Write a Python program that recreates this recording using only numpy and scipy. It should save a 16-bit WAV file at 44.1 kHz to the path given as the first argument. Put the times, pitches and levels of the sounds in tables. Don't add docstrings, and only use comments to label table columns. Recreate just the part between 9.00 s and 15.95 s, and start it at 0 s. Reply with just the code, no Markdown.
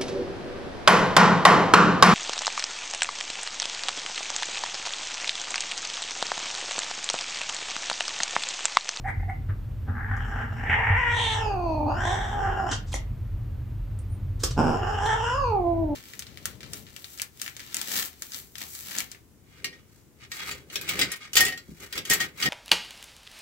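import sys
import numpy as np
from scipy import signal
from scipy.fft import rfft, irfft, next_fast_len
from scipy.io import wavfile
from scipy.ndimage import uniform_filter1d, map_coordinates

SR = 44100
rng = np.random.default_rng(int(sys.argv[2]) if len(sys.argv) > 2 else 0)


def pcm_store(signal):
    levels = np.round(np.clip(np.atleast_2d(signal), -1, 1) * 32767)
    wavfile.write(sys.argv[1], SR, levels.astype(np.int16).T)


N = 306495
TIME_S = np.arange(N) / SR

# frequency in Hz, relative level in dB.
HUM_SPECTRUM = [(15, -36), (25, -15), (34, -4), (43, 2.5), (54, -5.5), (64, -8.5), (84, -2.5), (98, 0.5),
                (125, -7.5), (145, -17.5), (195, -23), (235, -36), (300, -28.5), (420, -47), (660, -79.5)]
AIR_SPECTRUM = [(120, -51.5), (200, 1.5), (300, -8), (400, -11), (750, -18), (1300, -21), (3000, -29),
                (5400, -37), (10500, -41.5), (14500, -33), (15600, -39.5)]
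RASP_SPECTRUM = [(300, -13), (550, -13), (780, 1), (1150, -12.5), (1550, -2.5), (2080, 7.5), (2400, -11.5),
                 (2700, -26), (4500, -42), (9000, -35), (12000, -59)]
HISS_SPECTRUM = [(120, -20), (250, 8), (420, 3.5), (650, -9), (1600, -4), (2300, -14.5), (3200, -6),
                 (6200, -2.5), (8000, -4.5), (10600, -17.5), (15500, -17.5)]
GROWL_SPECTRUM = [(90, -3.5), (150, -2), (225, 9), (310, -3), (400, -0.5), (500, -8.5), (880, -4),
                  (1200, -16.5), (1480, -9.5), (1900, -37), (2900, -27), (4100, -56), (5350, -24),
                  (6300, -48), (7300, -36), (11000, -57.5)]
RUG_SPECTRUM = [(100, -6), (300, 4.5), (900, -1), (1600, 6), (2600, -17), (8000, -47), (14000, -42)]
CRACK_SPECTRUM = [(200, 13), (700, 13.5), (2000, -9.5), (7000, -5), (10500, -2), (15000, -27)]
ROOM_SPECTRUM = [(150, -17), (290, -12.5), (450, -2), (700, -1), (10000, 4.5)]
# frequency in Hz, t60 in seconds.
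ROOM_DECAY = [(150, 0.49), (800, 0.27), (2500, 0.29), (8000, 0.13), (15000, 0.2)]
# frequency in Hz, left minus right in dB.
BALANCE = [(200, -4), (400, 1), (700, -5), (1300, 3.5), (2400, 1), (4400, 0), (8500, -3.5), (14000, 0)]
# start in seconds, level in dB, frequency in Hz.
PAW_BUMPS = [(0.169, -22, 91), (.488, -21.5, 99.9), (0.887, -22.5, 89.6), (1.1, -24.5, 98.7),
             (1.37, -28, 108), (1.692, -20, 85.36), (1.899, -12, 93.9), (3.941, -28.5, 57.6),
             (5.434, -24, 71.9), (5.506, -25, 124.7)]
# start in seconds, length in seconds, relative level in dB.
PAW_BRUSHES = [(0.484, 0.034, -41), (0.868, 0.048, -44), (1.386, 0.027, -36.5), (1.506, 0.032, -40.5)]
# start in seconds, relative level in dB, resonance in Hz.
MOUTH_CLICKS = [(1.166, -40.5, 6000), (3.066, -32.5, 6240), (3.929, -23, 3233), (3.94, -21, 6930),
                (3.941, -21, 2170), (3.962, -36, 3130), (4.989, -39.5, 8700), (6.06, -24.5, 3387)]
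# start and length in seconds, pitch in Hz, relative tone and rasp levels in dB.
SQUEAK_CALLS = [(0.039, 0.034, 775, -31, -41), (0.062, 0.052, 825, -47, -28), (0.115, 0.061, 780, -62, -59),
                (0.196, 0.016, 740, -45, -38.5), (0.221, 0.019, 752, -42, -45),
                (0.277, 0.045, 746.5, -30, -39.5)]
# start in seconds, relative level in dB, rise and t60 in seconds,
# cutoff in Hz.
HISS_BURSTS = [(3.709, -26, 0.0076, 0.14, 8060), (3.859, -50, 0.023, 0.35, 9050),
               (3.916, -38.5, .01, 0.035, 13900), (3.951, -36, 0.0053, 0.031, 12000),
               (5.391, -44.5, 0.012, 0.63, 16450), (5.431, -21.5, 0.0091, 0.056, 15000),
               (5.505, -34.5, .008, 0.036, 8700)]
# time in seconds, relative level in dB.
GROWL_ENVELOPE = [(5.565, -44.5), (5.575, -24), (5.594, -15.5), (5.63, -21.5), (5.679, -20), (5.72, -24),
                  (5.761, -29), (5.82, -65)]
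# time in seconds, pitch in Hz, mouth opening 0-1, roughness 0-1,
# second-resonance trim in dB, treble trim in dB.
MUTTER_GESTURE = [(.85, 420.3, .45, 0.9, 11.5, -20), (1.05, 419.3, 0.72, 0.95, 14.5, -17),
                  (1.2, 420.3, 0.65, 0.89, 11.5, 4), (1.42, 419.9, .62, .9, 9, 2.5),
                  (1.55, 420.5, 0.59, .9, 5, 4.5)]
CRY_GESTURE = [(1.722, 421.9, 0.7, 0.93, 10, 1), (1.83, 454.8, 0.65, 0.79, 6.5, -3),
               (1.931, 451.5, 0.69, .62, 11.5, -3.5), (1.98, 480.6, 0.64, 0.47, 10.5, 4),
               (2.08, 484.8, 0.7, 0.27, 11, 6), (2.2, 448, 0.95, 0.42, -4, 1.5),
               (2.331, 445.3, 0.93, .45, 1, 2.5), (2.44, 439.6, 0.49, .38, -6, 7),
               (2.58, 358.6, 0.25, .28, 0.5, 0), (2.79, 299, 0.18, .22, -15, -1.5)]
SNARL_GESTURE = [(2.86, 298, 0.17, 0.49, 2.5, -6), (2.93, 322, .38, 0.65, 9, 3),
                 (3.05, 385, 0.82, 0.759, -2, 0), (3.3, 380, 0.77, .8, 0.5, 2.5),
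                 (3.42, 391, 0.63, 0.618, -1, -6.5), (3.66, 370, 0.53, 0.72, 2, -3.5),
                 (3.72, 379, 0.69, 0.81, 10, 16)]
WAIL_GESTURE = [(5.72, 391.3, 0.54, .9, -4, -3), (5.92, 413.5, 0.55, .7, 1, 5),
                (6.03, 422.3, 0.66, 0.67, -2.5, 3), (6.12, 434.2, 0.74, 0.305, 0.5, -0.5),
                (6.2, 442, 0.63, 0.46, -7.5, -0.5), (6.3, 490.4, 0.59, .38, 5, 7),
                (6.389, 572.3, 0.45, .2, -0.5, 0.5), (6.48, 473.3, 0.22, .13, 9, 5.5),
                (6.58, 378, 0.089, 0.089, 9, -2), (6.64, 345, 0.088, 0.18, 3.5, -1),
                (6.82, 323.6, 0.04, 0.15, -4, -5), (6.881, 302.4, 0, 0.18, 0, -3),
                (6.95, 285.4, 0.045, .16, 1.5, -3)]
# time in seconds, relative level in dB.
MUTTER_PUSH = [(0.86, -63), (0.885, -43), (0.92, -46.5), (1.01, -36.5), (1.13, -35.0), (1.19, -39.0),
               (1.42, -35.5), (1.48, -49.5), (1.64, -36.5)]
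CRY_PUSH = [(1.68, -29.5), (1.72, -23.0), (1.82, -27.0), (1.9, -24.0), (2.34, -27.5), (2.4, -30.5),
            (2.5, -27.5), (2.59, -29), (2.71, -25.5), (2.82, -26)]
SNARL_PUSH = [(2.86, -27.5), (2.89, -23.5), (2.97, -34.5), (3.01, -31.0), (3.06, -24.5), (3.18, -29.5),
              (3.21, -32.5), (3.34, -33.5), (3.43, -28.5), (3.67, -31), (3.72, -31)]
WAIL_PUSH = [(5.72, -30.5), (5.83, -30.5), (5.94, -29), (5.98, -31), (6.13, -22), (6.16, -28), (6.5, -27.0),
             (6.54, -23.5), (6.63, -26.5), (6.66, -22.5), (6.94, -26)]
YOWL_SPANS_S = [(.85, 3.745), (5.718, 6.952)]
# opening 0-1, four base resonances in Hz, then levels
# of chest, second, third and upper resonances in dB relative to the first.
MOUTH_FORMANTS = [(0, 655, 850, 2106, 4070, 11, -30, -45.5, -43.5),
                  (.1, 685, 930, 2286, 4253, 0, -29.5, -36, -47.5),
                  (.2, 754, 1020, 2566, 4450, -1.5, -20, -25.5, -26.5),
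                  (.4, 750, 1296, 2760, 4793, -4, -15.5, -23.5, -22),
                  (0.601, 770, 1450, 2950, 5520, -7, -4, -14.5, -20.5),
                  (.8, 790, 1640, 3450, 5820, -10.5, -3.5, -14, -17.5),
                  (1, 886, 1957, 3410, 6430, -12.5, -4, 3.5, -11)]
# time in seconds, height 0-1.
TONGUE_HEIGHT = [(1.5, 0.26), (1.72, 1), (2.06, 0.95), (2.17, 0.28), (2.33, 0.14), (2.5, 0.47), (2.7, 0.1)]
# shift of the second, then of the third, in Hz.
TONGUE_PULL_HZ = (405, -260)


def amp(db):
    return 10 ** (np.asarray(db) / 20)


def unit_rms(x):
    return x / np.sqrt(np.mean(x ** 2) + 1e-20)


def log_interp(points, hz):
    knots_hz, values = np.transpose(points)
    return np.interp(np.log(hz + 1), np.log(knots_hz + 1), values)


def curves(rows, at=TIME_S):
    knots, *columns = np.transpose(rows)
    return [np.interp(at, knots, column) for column in columns]


def wobble(rate_hz):
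    knots = rng.standard_normal(int(N * rate_hz / SR) + 4)
    return unit_rms(map_coordinates(knots, [TIME_S * rate_hz]))


def filtered(x, response):
    size = next_fast_len(N + SR // 2)
    mirrored = np.concatenate([x, x[..., ::-1][..., :SR // 8]], axis=-1)
    return irfft(rfft(mirrored, size) * response(np.fft.rfftfreq(size, 1 / SR)), size)[..., :N]


def noise(spectrum):
    return unit_rms(filtered(rng.standard_normal(N), lambda hz: amp(log_interp(spectrum, hz))))


def resonance(hz, centre_hz, width_hz):
    offset = (hz - centre_hz) / width_hz
    return 1 / (1 + (2 * offset) ** 2) / (1 + (offset / 1.5) ** 4)


def impulse_response(spectrum, size=2048):
    cepstrum = irfft(np.log(amp(log_interp(spectrum, np.fft.rfftfreq(size, 1 / SR)))))
    cepstrum[1:size // 2] *= 2
    cepstrum[size // 2 + 1:] = 0
    return irfft(np.exp(rfft(cepstrum)))


def swell(start_s, length_s):
    return np.sin(np.pi * np.clip((TIME_S - start_s) / length_s, 0, 1))


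def strike(start_s, rise_s, t60_s):
    age_s = np.maximum(TIME_S - start_s, 0)
    return np.minimum(age_s / rise_s, 1) * np.exp(-np.log(1000) * np.maximum(age_s - rise_s, 0) / t60_s)


def levelled(x, window_samples=1764):
    power = uniform_filter1d(uniform_filter1d(x ** 2, window_samples), window_samples)
    return x / np.sqrt(np.abs(power) + 1e-12)


def background(hum_db=-31.5, air_db=-52.5):
    side = np.array([[1], [-1]])
    hum = noise(HUM_SPECTRUM) + amp(-20) * side * noise(HUM_SPECTRUM)
    air = noise(AIR_SPECTRUM) + amp(-7) * side * noise(AIR_SPECTRUM)
    return amp(hum_db) * hum + amp(air_db) * air


def room(x, predelay_s=0.003):
    hz, time_s, frames = signal.stft(rng.standard_normal((2, SR // 2)), SR, nperseg=256)
    decay = np.exp(-np.log(1000) * time_s / log_interp(ROOM_DECAY, hz)[:, None])
    tail = signal.istft(frames * decay, SR, nperseg=256)[1]
    delayed = np.pad(x, (int(predelay_s * SR), 0))
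    wet = signal.fftconvolve(delayed[None], tail / np.linalg.norm(tail[0]), axes=1)[:, :N]
    return filtered(wet, lambda hz: amp(log_interp(ROOM_SPECTRUM, hz)))


def paw_bumps(rise_s=0.0068, t60_s=0.3):
    return sum(amp(db) * strike(start_s, rise_s, t60_s) * np.sin(2 * np.pi * hz * (TIME_S - start_s))
               for start_s, db, hz in PAW_BUMPS)


def paw_brushes():
    envelope = sum(amp(db) * swell(start_s, length_s) for start_s, length_s, db in PAW_BRUSHES)
    return envelope * noise(RUG_SPECTRUM)


def whistle(gain_db=-60):
    arch_hz, = curves([(5.09, 8100), (5.12, 9800), (5.135, 9850), (5.16, 8500)])
    pitch_hz = arch_hz * (1 + 0.014 * wobble(900))
    return amp(gain_db) * swell(5.085, 0.086) * np.sin(2 * np.pi * np.cumsum(pitch_hz) / SR)


def smacks(gain_db=-8, ring_gain=1.4, width_ratio=0.3):
    crack = noise(CRACK_SPECTRUM)
    clicks = np.zeros(N)
    for start_s, db, ring_hz in MOUTH_CLICKS:
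        ring = filtered(rng.standard_normal(N), lambda hz: resonance(hz, ring_hz, width_ratio * ring_hz))
        envelope = amp(db + gain_db) * strike(start_s, rise_s=0.001, t60_s=0.017)
        clicks += envelope * (crack + ring_gain * unit_rms(ring))
    return clicks


def squeaks(flutter_db=2, catch_db=3):
    rasp = unit_rms(noise(RASP_SPECTRUM) * amp(flutter_db * wobble(183.4)))
    drift_rad = 1.1 * wobble(100.5)
    catch = amp(catch_db * wobble(176))
    calls = np.zeros(N)
    for start_s, length_s, pitch_hz, tone_db, rasp_db in SQUEAK_CALLS:
        tone = catch * np.sin(2 * np.pi * pitch_hz * TIME_S + drift_rad)
        calls += swell(start_s, length_s) * (amp(tone_db) * tone + amp(rasp_db) * rasp)
    return calls


def hisses(sputter_db=2):
    jet = unit_rms(noise(HISS_SPECTRUM) * amp(sputter_db * wobble(270)))
    bursts = np.zeros(N)
    for start_s, db, rise_s, t60_s, cutoff_hz in HISS_BURSTS:
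        burst = jet * amp(db) * strike(start_s, rise_s, t60_s)
        bursts += filtered(burst, lambda hz: 1 / np.sqrt(1 + (hz / cutoff_hz) ** 12))
    return bursts


def growl(rate_hz=155, jitter_s=0.0005, weak_db=-4, puff_gain=0.023, puff_decay_s=0.0077):
    beats_s = np.arange(GROWL_ENVELOPE[0][0], GROWL_ENVELOPE[-1][0], 1 / rate_hz)
    scatter_db, slip = rng.standard_normal((len(beats_s), 2)).T
    sizes = amp(weak_db * (np.arange(len(beats_s)) % 2) + scatter_db)
    pulses = np.bincount(((beats_s + jitter_s * slip) * SR).astype(int), sizes, N)[:N]
    puff_envelope = signal.lfilter([1], [1, -np.exp(-1 / (puff_decay_s * SR))], pulses)
    puffs = puff_envelope * rng.standard_normal(N)
    flaps = signal.fftconvolve(pulses + puff_gain * puffs, impulse_response(GROWL_SPECTRUM))[:N]
    gate = (TIME_S > beats_s[0]) & (TIME_S < beats_s[-1])
    return gate * levelled(flaps) * amp(curves(GROWL_ENVELOPE)[0])


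def gesture(time_s=TIME_S):
    rows = MUTTER_GESTURE + CRY_GESTURE + SNARL_GESTURE + WAIL_GESTURE
    pitch_hz, opening, rough, second_db, treble_db = curves(rows, time_s)
    return pitch_hz, np.clip(opening, 0, 1), np.clip(rough, 0, 1), second_db, treble_db


def vocal_folds(pitch_hz, rough, shimmer_db=4.5, doubling=0.21, smear_rad=0.0982, harmonics=24):
    jitter = 0.08 * rough * wobble(300)
    waver = (0.00813 + 0.035 * rough) * wobble(55)
    quaver = 0.018 * rough * wobble(16)
    phase = 2 * np.pi * np.cumsum(pitch_hz * (1 + jitter + waver + quaver)) / SR
    tone = unit_rms(sum(np.cos(k * phase + smear_rad * k * k) for k in range(1, harmonics + 1)))
    tone *= 1 + doubling * rough * np.cos(phase / 2)
    air = unit_rms(rng.standard_normal(N) * (1 + 0.37 * np.cos(phase)))
    shimmer = amp(shimmer_db * rough * wobble(260))
    return tone * shimmer, air * shimmer


def vocal_tract(hz, time_s):
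    pitch_hz, opening = gesture(time_s)[:2]
    tongue, = curves(TONGUE_HEIGHT, time_s)
    f1_hz, f2_hz, f3_hz, f4_hz = curves(MOUTH_FORMANTS, opening)[:4]
    f1_hz = np.maximum(f1_hz, 1.94 * pitch_hz)
    f2_hz += TONGUE_PULL_HZ[0] * tongue
    f3_hz += TONGUE_PULL_HZ[1] * tongue
    gape = np.clip((f4_hz - 5500) / 1000, -1.2, 1)
    damping = 2.12 ** gape
    top_gain = amp(11 * np.minimum(gape, 0.2))
    chest = resonance(hz, pitch_hz, 120)
    first = resonance(hz, f1_hz, 420) / (1 + (540 / (hz + 1)) ** 12) / (1 + (hz / (1.445 * f1_hz)) ** 16)
    second = resonance(hz, f2_hz, 0.33 * f2_hz)
    third = resonance(hz, f3_hz, 470 * damping)
    fourth = resonance(hz, f4_hz, 620 * damping)
    fifth = amp(-4) * resonance(hz, f4_hz + 1800, 900 * damping)
    sixth = amp(-17) * resonance(hz, f4_hz + 3700, 600)
    fizz = amp(-34) * resonance(hz, 13800, 4000)
    valley_fill = amp(-19) * resonance(hz, f4_hz, 2200)
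    return chest, first, second, third, fourth + valley_fill + top_gain * (fifth + sixth + fizz)


def band_gains(tongue_chest_db=-6, tongue_upper_db=-14):
    _, opening, _, second_trim_db, treble_db = gesture()
    tongue, = curves(TONGUE_HEIGHT)
    chest_db, second_db, third_db, upper_db = curves(MOUTH_FORMANTS, opening)[4:]
    gains = amp([chest_db + tongue_chest_db * tongue,
                 np.zeros(N),
                 second_db + second_trim_db,
                 third_db + treble_db,
                 upper_db + treble_db + tongue_upper_db * tongue])
    return gains / np.linalg.norm(gains, axis=0)


def yowl(gurgle_db=2.6, rattle_db=-44, rattle_hz=228, fade_s=0.015):
    pitch_hz, _, rough, _, _ = gesture()
    tone, air = vocal_folds(pitch_hz, rough)
    framing = dict(fs=SR, nperseg=512, noverlap=384)
    hz, time_s, low = signal.stft(tone + rough * air, **framing)
    mid = signal.stft(tone + 2 * rough * air, **framing)[2]
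    high = signal.stft(tone + (0.33 + 1.5 * rough) * air, **framing)[2]
    bands = []
    for frames, response in zip([low, low, mid, high, high], vocal_tract(hz[:, None], time_s)):
        band = levelled(signal.istft(frames * response, **framing)[1][:N])
        bands.append(band * amp(gurgle_db * rough * wobble(21.97)))
    push_db, = curves(MUTTER_PUSH + CRY_PUSH + SNARL_PUSH + WAIL_PUSH)
    voice = amp(push_db) * np.sum(band_gains() * bands, axis=0)
    rattle = unit_rms(filtered(air, lambda hz: resonance(hz, rattle_hz, 60)))
    gate = sum(np.clip(np.minimum(TIME_S - start_s, end_s - TIME_S) / fade_s, 0, 1)
               for start_s, end_s in YOWL_SPANS_S)
    return gate * (voice + amp(rattle_db) * rough ** 2 * rattle)


def scene(direct_db=-2, room_db=-4):
    cat = paw_brushes() + squeaks() + yowl() + growl() + hisses() + smacks() + whistle()
    in_room = amp(direct_db) * cat + amp(room_db) * room(cat)
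    stereo = filtered(in_room, lambda hz: amp(np.outer([0.5, -0.5], log_interp(BALANCE, hz))))
    return stereo + paw_bumps() + background()


def record(dry, cutoff_hz=15600):
    return filtered(dry, lambda hz: hz < cutoff_hz)


dry = scene()
out = record(dry)
pcm_store(out)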